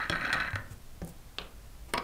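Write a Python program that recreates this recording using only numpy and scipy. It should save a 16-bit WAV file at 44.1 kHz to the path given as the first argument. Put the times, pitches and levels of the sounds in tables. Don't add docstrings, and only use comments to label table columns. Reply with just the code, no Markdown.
import sys
import numpy as np
from scipy import signal
from scipy.fft import rfft, irfft
from scipy.io import wavfile

SR = 44100
rng = np.random.default_rng(int(sys.argv[2]) if len(sys.argv) > 2 else 0)


def pcm_store(signal):
    levels = np.round(np.clip(np.atleast_2d(signal), -1, 1) * 32767)
    wavfile.write(sys.argv[1], SR, levels.astype(np.int16).T)


N = 89875
T = np.arange(SR // 4) / SR


def amp(db):
    return 10 ** (np.asarray(db) / 20)

def read(points, hz):
    f, value = np.transpose(points)
    return np.interp(np.log(hz + 1), np.log(f), value)

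def octaves(hz, low_hz=1940, high_hz=8000):
    return np.log2(np.clip(hz, low_hz, high_hz) / low_hz)

def add(mix, s, sound):
    part = mix[max(round(s * SR), 0):][:len(sound)]
    part += sound[:len(part)]

def blow(x, span_s=.01):
    return x * np.sqrt(span_s * SR / (np.sum(x ** 2) + 1e-20))

def colour(x, points, tilt_db=0, size=2048):
    hz = abs(np.fft.fftfreq(size, 1 / SR))
    log_gain = np.log(amp(read(points, hz) + tilt_db * octaves(hz)))
    taps = np.fft.ifft(np.exp(np.conj(signal.hilbert(log_gain)))).real[:size // 2]
    return signal.fftconvolve(x, taps)[:len(x)]

def onset(rise_s):
    return (1 - np.exp(-T / (rise_s + 1e-6))) ** 2

def burst(decay_s, rise_s=0):
    return blow(rng.standard_normal(len(T)) * np.exp(-T / decay_s) * onset(rise_s))

def ring(modes, tilt_db=0, scatter=0, detune=0):
    hz, db, t60 = np.transpose(modes)[:, :, None]
    weight = amp(db + tilt_db * octaves(hz)) * (1 + scatter * rng.standard_normal(hz.shape))
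    hz = hz * (1 + detune * rng.standard_normal(hz.shape))
    weight *= rng.choice([-1, 1], hz.shape)
    return blow((weight * np.exp(-np.log(1000) * T / t60) * np.sin(2 * np.pi * hz * T)).sum(0))

# (frequency [Hz], spectral level [dB])
VENT_SPECTRUM = [(20, 3.5), (38, -13), (53, 3), (75, -11.5), (120, -12), (200, -21), (350, -25),
                 (1100, -30), (2100, -34), (14500, -39.5), (16000, -41)]

def ventilation(db=-46.5):
    noise = rfft(rng.standard_normal(N))
    rumble = irfft(noise * amp(read(VENT_SPECTRUM, np.fft.rfftfreq(N, 1 / SR))), N)
    return amp(db) * rumble / rumble.std()

# (frequency [Hz], level [dB], T60 [s])
NUT_MODES = [(1307, -2.5, 0.051), (1482, -11, 0.04), (1587, 1.5, 0.04), (1796, -2, 0.043), (1898, -4, 0.04),
             (2007, -5, 0.03), (2356, -16, 0.063), (2572, -11.5, 0.055), (3300, -19, 0.034),
             (3970, -8, 0.019), (4236, -14.5, 0.02), (5270, -20.5, 0.011), (6970, -36, 0.024),
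             (9080, -21.5, 0.014), (14300, -39, 0.013)]
# (frequency [Hz], spectral level [dB])
CONTACT_SPECTRUM = [(100, -1), (270, 0.5), (400, -10), (560, 0), (1000, -0.5), (1650, 5.5), (2900, -5),
                    (4200, -17.5), (4700, -21), (6000, -21.5), (10300, -38), (11500, -43), (16000, -34)]

def thread_impact(s, tilt_db, rise_s, fade_db_per_s=14, choke_s=.013):
    modes = np.array(NUT_MODES)
    modes[0, 1] -= fade_db_per_s * s
    ringing = ring(modes, tilt_db, scatter=.24, detune=.01)
    tick = amp(-5.5) * blow(colour(burst(decay_s=.0022), CONTACT_SPECTRUM, tilt_db))
    return blow((ringing + tick) * onset(rise_s) * np.exp(-(T / choke_s) ** 2))

# (time [s], level [dB], tilt [dB/octave])
NUT_CLACKS = [(.097, -32, 10.5), (0.1241, -31, -0.5), (0.1288, -34.5, 3), (0.1571, -32, 0.5),
              (.303, -33, -3), (0.3284, -26.5, 7), (.335, -31.5, 8), (.343, -32, 4.5), (.369, -43, -17),
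              (0.4028, -33.5, -4), (.476, -36.5, -4), (.483, -35.5, -7), (.506, -47, 7), (0.532, -38, -1.5),
              (0.5561, -33, 5.5), (0.5589, -32.5, -7)]
# (time [s], level [dB])
NAIL_FLICKS = [(0.0968, -33.5), (0.1157, -39.5), (0.3301, -35)]
# (frequency [Hz], level [dB], T60 [s])
WING_MODES = [(2500, -5, 0.018), (3320, 4, 0.021), (3960, -4, 0.022), (4290, -7.5, 0.04), (5420, -6, 0.02)]
# (time [s], level [dB])
CHATTER_LEVELS = [(0, -32.5), (0.024, -40), (.05, -44.5), (.11, -59.5), (.135, -40), (0.167, -41),
                  (0.182, -48.5), (0.216, -38.5), (0.267, -36), (0.319, -45.5), (0.334, -34.5),
                  (.385, -38.5), (.41, -36.5), (0.47, -44), (.5, -70)]

def wing_nut(count=160, rate_hz=250, jitter=.6, scatter_db=3):
    out = np.zeros(N)
    for s, db, tilt_db in NUT_CLACKS:
        add(out, s, amp(db) * thread_impact(s, tilt_db, rise_s=.00018))
    for s, db in NAIL_FLICKS:
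        add(out, s, amp(db) * ring(WING_MODES))
    times, levels = np.transpose(CHATTER_LEVELS)
    for k, (late, firm) in enumerate(rng.uniform(-1, 1, (count, 2))):
        s = (k + jitter * late) / rate_hz
        hit = thread_impact(s, tilt_db=-1.5 + 3 * firm, rise_s=.00043)
        slide = burst(decay_s=.0013)
        graze = blow(signal.fftconvolve(hit, slide)[:len(T)])
        if s < times[-1]:
            add(out, s, amp(np.interp(s, times, levels) + scatter_db * firm) * graze)
    return out

# (frequency [Hz], T60 [s])
REVERB_TIMES = [(150, 0.63), (500, .48), (1500, 0.38), (4000, 0.25), (10000, 0.11)]
# (frequency [Hz], level [dB])
REVERB_GAINS = [(60, 6), (150, 4.5), (1200, 1.5), (4000, -8), (10000, -14.5)]

def room(x, delay_s=.005, size=256):
    hz, t, noise = signal.stft(rng.standard_normal(SR), SR, nperseg=size)
    t60 = read(REVERB_TIMES, hz)[:, None]
    fade = np.exp(-np.log(1000) * t / t60) * np.sqrt(2 * np.log(1000) / (t60 * SR))
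    tail = signal.istft(noise * fade * amp(read(REVERB_GAINS, hz))[:, None], SR, nperseg=size)[1]
    out = np.zeros(N)
    add(out, delay_s, signal.fftconvolve(x, tail))
    return out

# (time [s], level [dB], frequency [Hz], T60 [s], rise [s])
TABLE_THUMPS = [(.098, -36.5, 99, 0.033, 0.0025), (.113, -36, 169, 0.22, 0.0023),
                (.533, -29, 95, 0.082, 0.0077), (0.709, -37.5, 101.7, 0.06, 0.0061),
                (1.017, -37.5, 72, 0.033, 0.0014), (1.023, -34.5, 168, 0.11, 0.0058),
                (1.388, -48.5, 177, .25, 0.0096), (1.979, -42, 267, 0.036, 0.00043)]

def thumps():
    out = np.zeros(N)
    for s, db, hz, t60, rise in TABLE_THUMPS:
        envelope = (1 - np.exp(-T / rise)) * np.exp(-np.log(1000) * T / t60)
        add(out, s, amp(db) * blow(-np.sin(2 * np.pi * hz * T) * envelope))
    return out

# (time [s], level [dB], decay [s])
HAND_PATS = [(.1, -31.5, 0.0041), (1.0166, -39.5, 0.0057), (1.072, -49.5, 0.0084), (1.9358, -34.5, 0.0026)]
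# (frequency [Hz], spectral level [dB])
PAT_SPECTRUM = [(60, -8.5), (360, 1.5), (600, 0), (1000, -14.5), (1700, -14.5), (3000, -29), (6000, -25),
                (8000, -38), (16000, -52)]

def pats():
    out = np.zeros(N)
    for s, db, decay_s in HAND_PATS:
        add(out, s, amp(db) * blow(colour(burst(decay_s), PAT_SPECTRUM)))
    return out

# (time [s], duration [s], level [dB], tilt [dB/octave])
BRUSH_STROKES = [(0.698, 0.049, -52.5, 5.5), (1.058, 0.063, -54.5, 12), (1.878, 0.038, -53, 2)]
# (frequency [Hz], spectral level [dB])
BRUSH_SPECTRUM = [(200, 15.5), (2000, 6), (4000, -6.5), (8500, -4.5), (12000, -17), (16000, -7)]

def brushing():
    out = np.zeros(N)
    for s, length, db, tilt_db in BRUSH_STROKES:
        rub = colour(rng.standard_normal(len(T)), BRUSH_SPECTRUM, tilt_db)
        add(out, s, amp(db) * rub / rub.std() * np.sin(np.pi * np.minimum(T / length, 1)))
    return out

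# (time [s], level [dB])
TICKS = [(1.0481, -49.5), (1.076, -50), (1.091, -52)]
# (frequency [Hz], spectral level [dB])
TICK_SPECTRUM = [(500, -23), (4000, -14), (8000, -5), (11000, 1), (13500, -5), (15700, 1)]

def ticks():
    out = np.zeros(N)
    for s, db in TICKS:
        add(out, s, amp(db) * blow(colour(burst(decay_s=.0014), TICK_SPECTRUM)))
    return out

# (time [s], level [dB])
PICKUPS = [(1.385, -34.5), (1.417, -50.5)]
# (frequency [Hz], spectral level [dB])
PICKUP_SPECTRUM = [(40, -23), (170, -10), (480, 3.5), (850, -4), (1350, 1.5), (2100, -7), (2550, 4.5),
                   (4100, 2.5), (5700, -15.5), (8300, -21), (9500, -36), (16000, -36)]

def spare_nut():
    clicks, skids = np.zeros((2, N))
    impulse = 1. * (T == 0)
    for s, db in PICKUPS:
        add(clicks, s, amp(db) * blow(colour(impulse, PICKUP_SPECTRUM)))
        skid = colour(burst(decay_s=.0026, rise_s=.00043), PICKUP_SPECTRUM)
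        add(skids, s, amp(db - 1) * blow(skid))
    return clicks + skids + room(clicks)

# (time [s], level [dB], tilt [dB/octave])
BOLT_KNOCKS = [(1.9373, -33.5, 4.5), (1.943, -31, -9), (1.952, -34, -1.5), (1.98, -35, 4.5)]
# (frequency [Hz], level [dB], T60 [s])
PING_MODES = [(8900, -3, .008), (14300, -15, .01)]
PLATE_MODES = [(490, -12, .05), (712, -4, 0.05), (965, -5, 0.055), (1104, 0, 0.065), (1243, -7, .05),
               (2030, -5, .025), (2680, -5, 0.025), (3290, -10, 0.02), (4323, -8, 0.018), (5230, -8, .018)]
# (time [s], duration [s], level [dB], tilt [dB/octave])
BOLT_SCRAPES = [(1.9356, 0.0083, -30, 3.5), (1.9731, 0.013, -29.5, 2)]
# (frequency [Hz], spectral level [dB])
SCRAPE_SPECTRUM = [(200, 1), (1100, 0.5), (2000, 2), (3500, -8.5), (5400, -9), (6000, -25), (9500, -28.5),
                   (11500, -39), (15000, -33)]

def front_bolt(ping_s=1.937, ping_db=-36.5, rattle_db=-8):
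    out = np.zeros(N)
    add(out, ping_s, amp(ping_db) * ring(PING_MODES))
    for s, db, tilt_db in BOLT_KNOCKS:
        rattle = blow(colour(burst(decay_s=.0092), SCRAPE_SPECTRUM, tilt_db))
        plate = ring(PLATE_MODES, tilt_db, detune=.01)
        add(out, s, amp(db) * blow(plate + amp(rattle_db) * rattle))
    for s, length, db, tilt_db in BOLT_SCRAPES:
        friction = rng.standard_normal(len(T)) * np.sin(np.pi * np.minimum(T / length, 1)) ** 2
        add(out, s, amp(db) * blow(colour(friction, SCRAPE_SPECTRUM, tilt_db)))
    return out

def scene():
    nut = wing_nut()
    handling = front_bolt() + pats() + ticks() + brushing()
    sources = [(nut, -4), (handling, -5.5), (thumps(), -11.5)]  # (direct sound, gain into room [dB])
    return (ventilation() + spare_nut() + sum(x + amp(db) * room(x) for x, db in sources))[None]

def record(dry, low_hz=12, high_hz=15700):
    cut = signal.sosfilt(signal.butter(2, low_hz, "high", fs=SR, output="sos"), dry)
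    lowpass = signal.firwin(511, high_hz, window=("kaiser", 9), fs=SR)
    return signal.oaconvolve(cut, lowpass[None], "same")

dry = scene()
out = record(dry)
pcm_store(out)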